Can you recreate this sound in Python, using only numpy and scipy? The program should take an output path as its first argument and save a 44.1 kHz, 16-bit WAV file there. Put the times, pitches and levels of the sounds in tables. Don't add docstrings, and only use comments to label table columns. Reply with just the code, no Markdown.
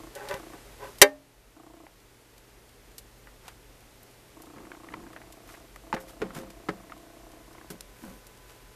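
import sys
import numpy as np
from scipy import signal
from scipy.io import wavfile
from scipy.ndimage import uniform_filter1d

SR = 44100
rng = np.random.default_rng(int(sys.argv[2]) if len(sys.argv) > 2 else 0)


def to_wav(sig):
    pcm = np.clip(np.atleast_2d(sig), -1, 1) * 32767
    pcm = np.round(pcm).astype(np.int16)
    wavfile.write(sys.argv[1], SR, pcm.T)


N = 385875
TIME = np.arange(N) / SR

# (time [s], level [dB])
DROP_IMPACTS = [(1.0163, -1.5), (1.0195, 0.5), (1.0237, -9.5)]
# (time [s], level [dB], main pitch [Hz])
TUB_BUMPS = [(4.563, -38, 215), (5.928, -14, 850), (5.940, -19, 518), (6.218, -18, 425),
             (6.367, -26.5, 185), (6.687, -19.5, 1290), (6.690, -18.5, 328), (6.691, -19.5, 547),
             (7.704, -30.5, 199), (8.038, -35, 300)]
# (time [s], level [dB], main pitch [Hz], 60 dB decay [s])
SHELL_TOUCHES = [(0.311, -29, 1510, .03), (1.867, -32, 780, .02), (3.272, -34.5, 1520, 0.081),
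                 (3.482, -34, 1550, .12), (4.717, -28, 1440, 0.023), (4.887, -32, 1830, .02),
                 (4.939, -23, 1000, 0.025), (5.163, -28.5, 1820, 0.052), (5.761, -30.5, 1186, 0.022),
                 (5.965, -24.5, 1510, 0.11), (6.306, -31, 1270, 0.045), (6.898, -35, 1820, .03),
                 (6.921, -27, 1260, 0.029)]
# (start time [s], end time [s], rate [1/s], level [dB])
JOSTLING = [(4.569, 5.25, 14, -36.5), (5.471, 5.55, 43, -36.5), (7.529, 7.6, 30, -38)]
# (time [s],
# level [dB], 60 dB decay [s], spectral tilt [dB/octave])
TICKS = [(0.152, -35, .07, 1), (0.287, -32, 0.065, -3.5), (0.311, -37, .025, -4.5),
         (0.341, -27.5, .02, -6), (0.985, -37, .06, 2), (2.380, -41.5, .03, 1), (2.982, -27, 0.053, 2),
         (3.481, -30, 0.042, -3), (4.031, -37, .03, 8), (4.420, -35.5, .04, 3.5),
         (5.324, -37.5, .05, 1), (5.760, -38.5, .03, 0), (5.947, -25, 0.02, -6),
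         (6.503, -39, .06, -1.5), (6.687, -34.5, .04, -5), (7.703, -29.5, .09, 1.5),
         (7.808, -26.5, 0.017, 0.5), (8.268, -39.5, .045, 1.5)]
# (time of maximum [s], length [s], level [dB], spectral tilt [dB/octave])
LEG_SLIDES = [(0.29, .6, -56, -0.5), (0.87, .3, -58, 1), (3.455, .15, -53, -1.5), (5.501, 0.24, -51.5, 0),
              (6.009, 0.055, -48.5, 4), (6.089, 0.094, -49.5, 1), (6.36, .13, -43.5, 0.5),
              (8.03, 0.4, -54, 3), (8.499, 0.16, -53.5, -0.5)]
# (time of maximum [s], length [s], level [dB], squeak [Hz])
SHELL_DRAGS = [(0.167, 0.074, -43.5, 570), (0.223, .34, -44.5, 807), (0.321, .13, -36.5, 568),
               (0.543, .1, -50, 720), (0.835, .16, -44, 1006)]
# (frequency [Hz], width [Hz], level [dB])
GROAN_RESONANCES = [(414, 26, -3), (1510, 32, -12)]
# (time of maximum [s], length [s], level [dB])
TUB_SCUFFS = [(4.572, .3, -52), (4.948, .5, -50), (6.233, .2, -41.5), (6.37, .24, -41), (7.72, .12, -48.5),
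              (8.051, .22, -46)]
# (start time [s], end time [s], level [dB], mount singing relative to body [dB])
MOTOR_RUNS = [(0.002, 0.09, -50, -23), (0.399, 0.55, -50, -13.5), (1.567, 1.85, -47, -13),
              (4.369, 5.12, -49, -26), (5.137, 5.65, -55, -5), (5.834, 7.42, -53, -5),
              (7.479, 7.66, -53, -14)]
# (frequency [Hz], nominal width [Hz], level [dB])
CAMERA_RESONANCES = [(325.7, 38.2, -0.5), (453, 107, -8), (692, 120, -6.5), (847, 120, -13.5),
                     (1043, 55, -11.5), (7410, 410, -22.5)]
# (frequency [Hz], level [dB], 60 dB decay [s])
TUB_MODES = [(277.8, -20.5, 0.45), (408, 0, 0.12), (496.7, -12, .12), (534, -6, 0.13), (590, -5, .17),
             (602, -11.5, 0.31), (817, -11, .18), (972, -11, 0.1), (1090, -18.5, 0.13), (1175, -18.5, .16),
             (1310, -18, .13), (1530, -15, 0.11), (1600, -7.5, .11), (1745, -12.5, 0.11), (1825, -11, 0.18),
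             (2037, -5, .085), (2100, -10, 0.11), (2196, -9, .08), (2320, -7.5, .09), (2724, -10.5, .085),
             (3094, -8, 0.074), (3700, -11.5, 0.083), (3950, -7, .06), (4612, -7.5, 0.067), (5980, -5, .05)]
FLOOR_MODES = [(114, -9, 0.16), (184, -1, 0.44), (208.7, -6, 0.52), (256, -19, 0.099), (339, 0, 0.19),
               (418, -3.5, 0.27), (529, -4.5, 0.53)]
# (frequency [Hz], relative density [dB per Hz])
CRACK_SPECTRUM = [(40, -42), (130, -25.5), (230, -10.5), (420, 3), (900, -3.5), (1300, -4), (2000, 0.5),
                  (6000, -3.5), (14000, -7.5)]
BUMP_SPECTRUM = [(40, -23), (110, -6.5), (190, 4), (500, -4), (1000, -3), (1400, -2.5), (2000, -8.5),
                 (3000, -18), (7000, -29.5), (14000, -46)]
CLICK_SPECTRUM = [(150, -12), (600, -0.5), (1100, 1), (1500, -3.5), (2000, -2), (2700, -10), (3600, -16),
                  (6000, -29), (14000, -42)]
TICK_SPECTRUM = [(200, -14), (1200, -5.5), (3000, 1.5), (7000, -0.5), (13000, -1.5)]
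DRAG_SPECTRUM = [(100, -33.5), (280, -11), (420, -2), (900, -0.5), (1600, -9), (3500, -17.5), (7000, -26),
                 (14000, -40)]
SLIDE_SPECTRUM = [(100, -12), (400, -8), (1300, -1), (3000, -7.5), (7000, -10), (14000, -13)]
SCUFF_SPECTRUM = [(40, -8), (110, -4.5), (200, 2), (330, -5), (550, -9.5), (1000, -12), (2500, -25),
                  (14000, -57)]
AIR_SPECTRUM = [(15, -12), (28, -4.5), (62, -4.5), (85, -7), (160, -7.5), (420, -4.5), (760, -10.5),
                (1100, -13.5), (2000, -14.5), (3700, -18.5), (8000, -21.5), (14000, -23)]
# (time [s], level [dB])
RUMBLE_LEVEL = [(0.0, -61), (2.22, -61), (3.46, -55), (4.43, -66), (4.92, -57.5), (8.75, -59)]
# (mean frequency [Hz], level [dB])
HUM_TONES = [(119, -65), (410, -74), (861, -76.5), (2008, -79)]
WHINE_TONES = [(502, -71.5), (1006, -68.5), (1508, -73)]


def amp(db):
    return 10 ** (np.asarray(db) / 20)


def evened(x):
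    return x / np.sqrt(np.mean(x ** 2) + 1e-20)


def peaked(x):
    return x / np.sqrt(uniform_filter1d(x ** 2, size=88).max())


def add(mix, s, sound):
    start = max(round(s * SR), 0)
    part = mix[start:start + len(sound)]
    part += sound[:len(part)]


def decay(t60, count):
    return np.exp(-np.log(1000) * np.arange(count) / SR / t60)


def colour(x, spectrum, tilt_db=0, size=2048):
    octave = np.log2(abs(np.fft.fftfreq(size, 1 / SR)) + 1)
    hz, db = np.transpose(spectrum)
    tilted_db = db + tilt_db * np.log2(hz / hz[-1])
    log_gain = np.log(amp(np.interp(octave, np.log2(hz), tilted_db)))
    taps = np.fft.ifft(np.exp(np.conj(signal.hilbert(log_gain)))).real
    return signal.fftconvolve(x, taps[:size // 2])[:len(x)]


def resonate(x, hz, width):
    return signal.lfilter(*signal.iirpeak(hz, max(hz / width, .5), SR), x)


def ring(modes, tilt_db=0, count=16000):
    t = np.arange(count) / SR
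    lowest_hz = modes[0][0]
    out = np.zeros(count)
    for hz, db, t60 in modes:
        level = amp(db + tilt_db * np.log2(hz / lowest_hz))
        sign = rng.choice([-1, 1])
        out += sign * level * decay(t60, count) * np.sin(2 * np.pi * hz * t)
    return out


def contact(t60, snap, count=6000):
    chatter = rng.standard_normal(count) * decay(max(t60, .004), count)
    chatter /= np.linalg.norm(chatter)
    chatter[0] += snap
    return chatter / np.linalg.norm(chatter)


def friction(top, length, rise, grain_db):
    u = np.arange(0, length, 1 / SR) / length
    slips = evened(uniform_filter1d(rng.standard_normal(len(u)), size=130))
    grains = evened(rng.standard_normal(len(u)) * amp(grain_db * slips))
    stroke = np.minimum(u / rise, ((1 - u) / (1 - rise)) ** 1.6)
    return top - rise * length, grains, stroke


def scatter(start, end, per_s, db, spread_db):
    turns = np.arange(start, end, 1 / per_s)
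    late, size, shade = rng.random((len(turns), 3)).T
    return zip(turns + late / per_s, db + spread_db * (2 * size - 1), 2 * shade - 1)


def shell_drop():
    out = np.zeros(N)
    for s, db in DROP_IMPACTS:
        crack = colour(contact(0.034, snap=0.18), CRACK_SPECTRUM, tilt_db=0.9)
        add(out, s, amp(db) * peaked(crack))
    landing = DROP_IMPACTS[1][0]
    echoes = colour(contact(.2, snap=0, count=12000), CRACK_SPECTRUM, tilt_db=-1.5)
    room_tail = colour(contact(0.42, snap=0, count=24000), DRAG_SPECTRUM, tilt_db=-3.5)
    add(out, landing, amp(-5.0) * peaked(ring(TUB_MODES)))
    add(out, landing, amp(-31.5) * peaked(echoes))
    add(out, landing, amp(-33.0) * peaked(room_tail))
    return out


def bumps():
    out = np.zeros(N)
    soft_hz = 195
    for s, db, hz in TUB_BUMPS:
        octaves = np.log2(hz / soft_hz)
        rattle_s = 0.087 * (hz / soft_hz) ** -0.6
        knock = colour(contact(rattle_s, snap=0.59, count=16000), BUMP_SPECTRUM)
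        knock = peaked(knock + 4.9 * resonate(knock, hz, 48))
        boom = amp(-7 - 5 * octaves) * peaked(ring(FLOOR_MODES, tilt_db=-1 + 3.4 * octaves))
        walls = amp(-18) * peaked(ring(TUB_MODES, tilt_db=-3.0))
        tail = colour(contact(.35, snap=0, count=16000), DRAG_SPECTRUM, tilt_db=-1.5)
        add(out, s, amp(db - 6) * (knock + boom + walls + amp(-26) * peaked(tail)))
    return out


def shell_clicks():
    out = np.zeros(N)
    touches = list(SHELL_TOUCHES)
    middle_hz, spread_octaves, light_t60 = 1610, .35, .03
    for spell in JOSTLING:
        for s, db, shade in scatter(*spell, spread_db=0.5):
            touches.append((s, db, middle_hz * 2 ** (spread_octaves * shade), light_t60))
    for s, db, hz, t60 in touches:
        touch = colour(contact(t60, snap=0.45), CLICK_SPECTRUM)
        add(out, s, amp(db - 8.0) * peaked(touch + 1.5 * resonate(touch, hz, 256)))
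    return out


def legs():
    out = np.zeros(N)
    ticks = list(TICKS)
    for s, db, shade in scatter(start=2.0, end=8.7, per_s=2.2, db=-46, spread_db=2):
        ticks.append((s, db, .035, 2.5 * shade))
    for s, db, t60, tilt_db in ticks:
        tick = colour(contact(t60, snap=0.31), TICK_SPECTRUM, tilt_db)
        add(out, s, amp(db - 6.0) * peaked(tick))
    for top, length, db, tilt_db in LEG_SLIDES:
        start, grains, stroke = friction(top, length, rise=.22, grain_db=3.0)
        add(out, start, amp(db) * stroke * evened(colour(grains, SLIDE_SPECTRUM, tilt_db)))
    return out


def drags():
    out = np.zeros(N)
    body = ring(TUB_MODES)
    for top, length, db, squeak_hz in SHELL_DRAGS:
        start, grains, stroke = friction(top, length, rise=.3, grain_db=3.5)
        rung = signal.fftconvolve(grains, body)[:len(grains)]
        rubbed = 0.42 * evened(rung) + evened(grains)
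        sound = evened(colour(rubbed, DRAG_SPECTRUM))
        sound += amp(-17.5) * evened(colour(grains, TICK_SPECTRUM))
        for hz, width, sing_db in GROAN_RESONANCES + [(squeak_hz, 45, -8)]:
            sound += amp(sing_db) * evened(resonate(resonate(grains, hz, width), hz, 3 * width))
        add(out, start, amp(db) * stroke * sound)
    return out


def scuffs():
    out = np.zeros(N)
    body = ring(FLOOR_MODES)
    for top, length, db in TUB_SCUFFS:
        start, grains, stroke = friction(top, length, rise=.2, grain_db=3)
        rung = signal.fftconvolve(grains, body)[:len(grains)]
        sound = evened(colour(grains, SCUFF_SPECTRUM)) + 0.56 * evened(rung)
        add(out, start, amp(db) * stroke * sound)
    return out


def focus_motor():
    steps_per_s = 30
    rasps = np.array([contact(.04, snap=.7, count=3500) for _ in range(24)])

    def rung(hz, width):
        wave = resonate(resonate(rasps, hz, 1.18 * width), hz, 4 * width)
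        return wave / np.linalg.norm(wave, axis=1, keepdims=True)

    body = sum(amp(db) * rung(hz, width) for hz, width, db in CAMERA_RESONANCES)
    mount = rung(673, 28.8)
    unit_power = np.sqrt(SR / steps_per_s)
    out = np.zeros(N)
    for start, end, db, sing_db in MOTOR_RUNS:
        for s in np.arange(start, end, 1 / steps_per_s):
            late, size = rng.standard_normal(2)
            pick = rng.integers(len(rasps))
            step = unit_power * (body[pick] + amp(sing_db) * mount[pick])
            add(out, s + .0013 * late, amp(db - 3.0 + 0.53 * size) * step)
    return out


def wavering_tone(hz, db, waver_hz):
    drift = np.interp(TIME, np.linspace(0, TIME[-1], num=80), rng.standard_normal(size=80))
    phase = 2 * np.pi * np.cumsum(hz + waver_hz * drift) / SR
    return amp(db) * np.sqrt(2) * np.sin(phase)


def room():
    air = amp(-54.5) * evened(colour(rng.standard_normal(N), AIR_SPECTRUM, size=8192))
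    low_noise = evened(resonate(resonate(rng.standard_normal(N), 44, 9.7), 48, 25))
    rumble = amp(np.interp(TIME, *np.transpose(RUMBLE_LEVEL))) * low_noise
    hum = sum(wavering_tone(hz, db, waver_hz=1.3) for hz, db in HUM_TONES)
    whine = sum(wavering_tone(hz, db, waver_hz=3.01) for hz, db in WHINE_TONES)
    fade_in = np.interp(TIME, [5.5, 7.8], [0, 1])
    return air + rumble + hum + whine * fade_in


def scene():
    crabs = shell_drop() + bumps() + shell_clicks() + legs() + drags() + scuffs()
    return (crabs + focus_motor() + room())[None]


def record(dry):
    clipped = np.clip(dry[0] * amp(3.0), -1, 1)
    over = np.clip(2 * abs(clipped) - 1, 0, 1)
    release = np.exp(-TIME / 1.4)
    recovering_db = 6.0 * release * np.maximum.accumulate(over / release)
    held_db = 3.125 * np.maximum.accumulate(over)
    pole = np.exp(-1 / (.06 * SR))
    duck_db = signal.lfilter([1 - pole], [1, -pole], recovering_db + held_db)
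    ducked = clipped * amp(-duck_db)
    low_pass = signal.firwin(301, 14250, window=("kaiser", 9), fs=SR)
    return signal.oaconvolve(ducked, low_pass, "same")[None]


dry = scene()
out = record(dry)
to_wav(out)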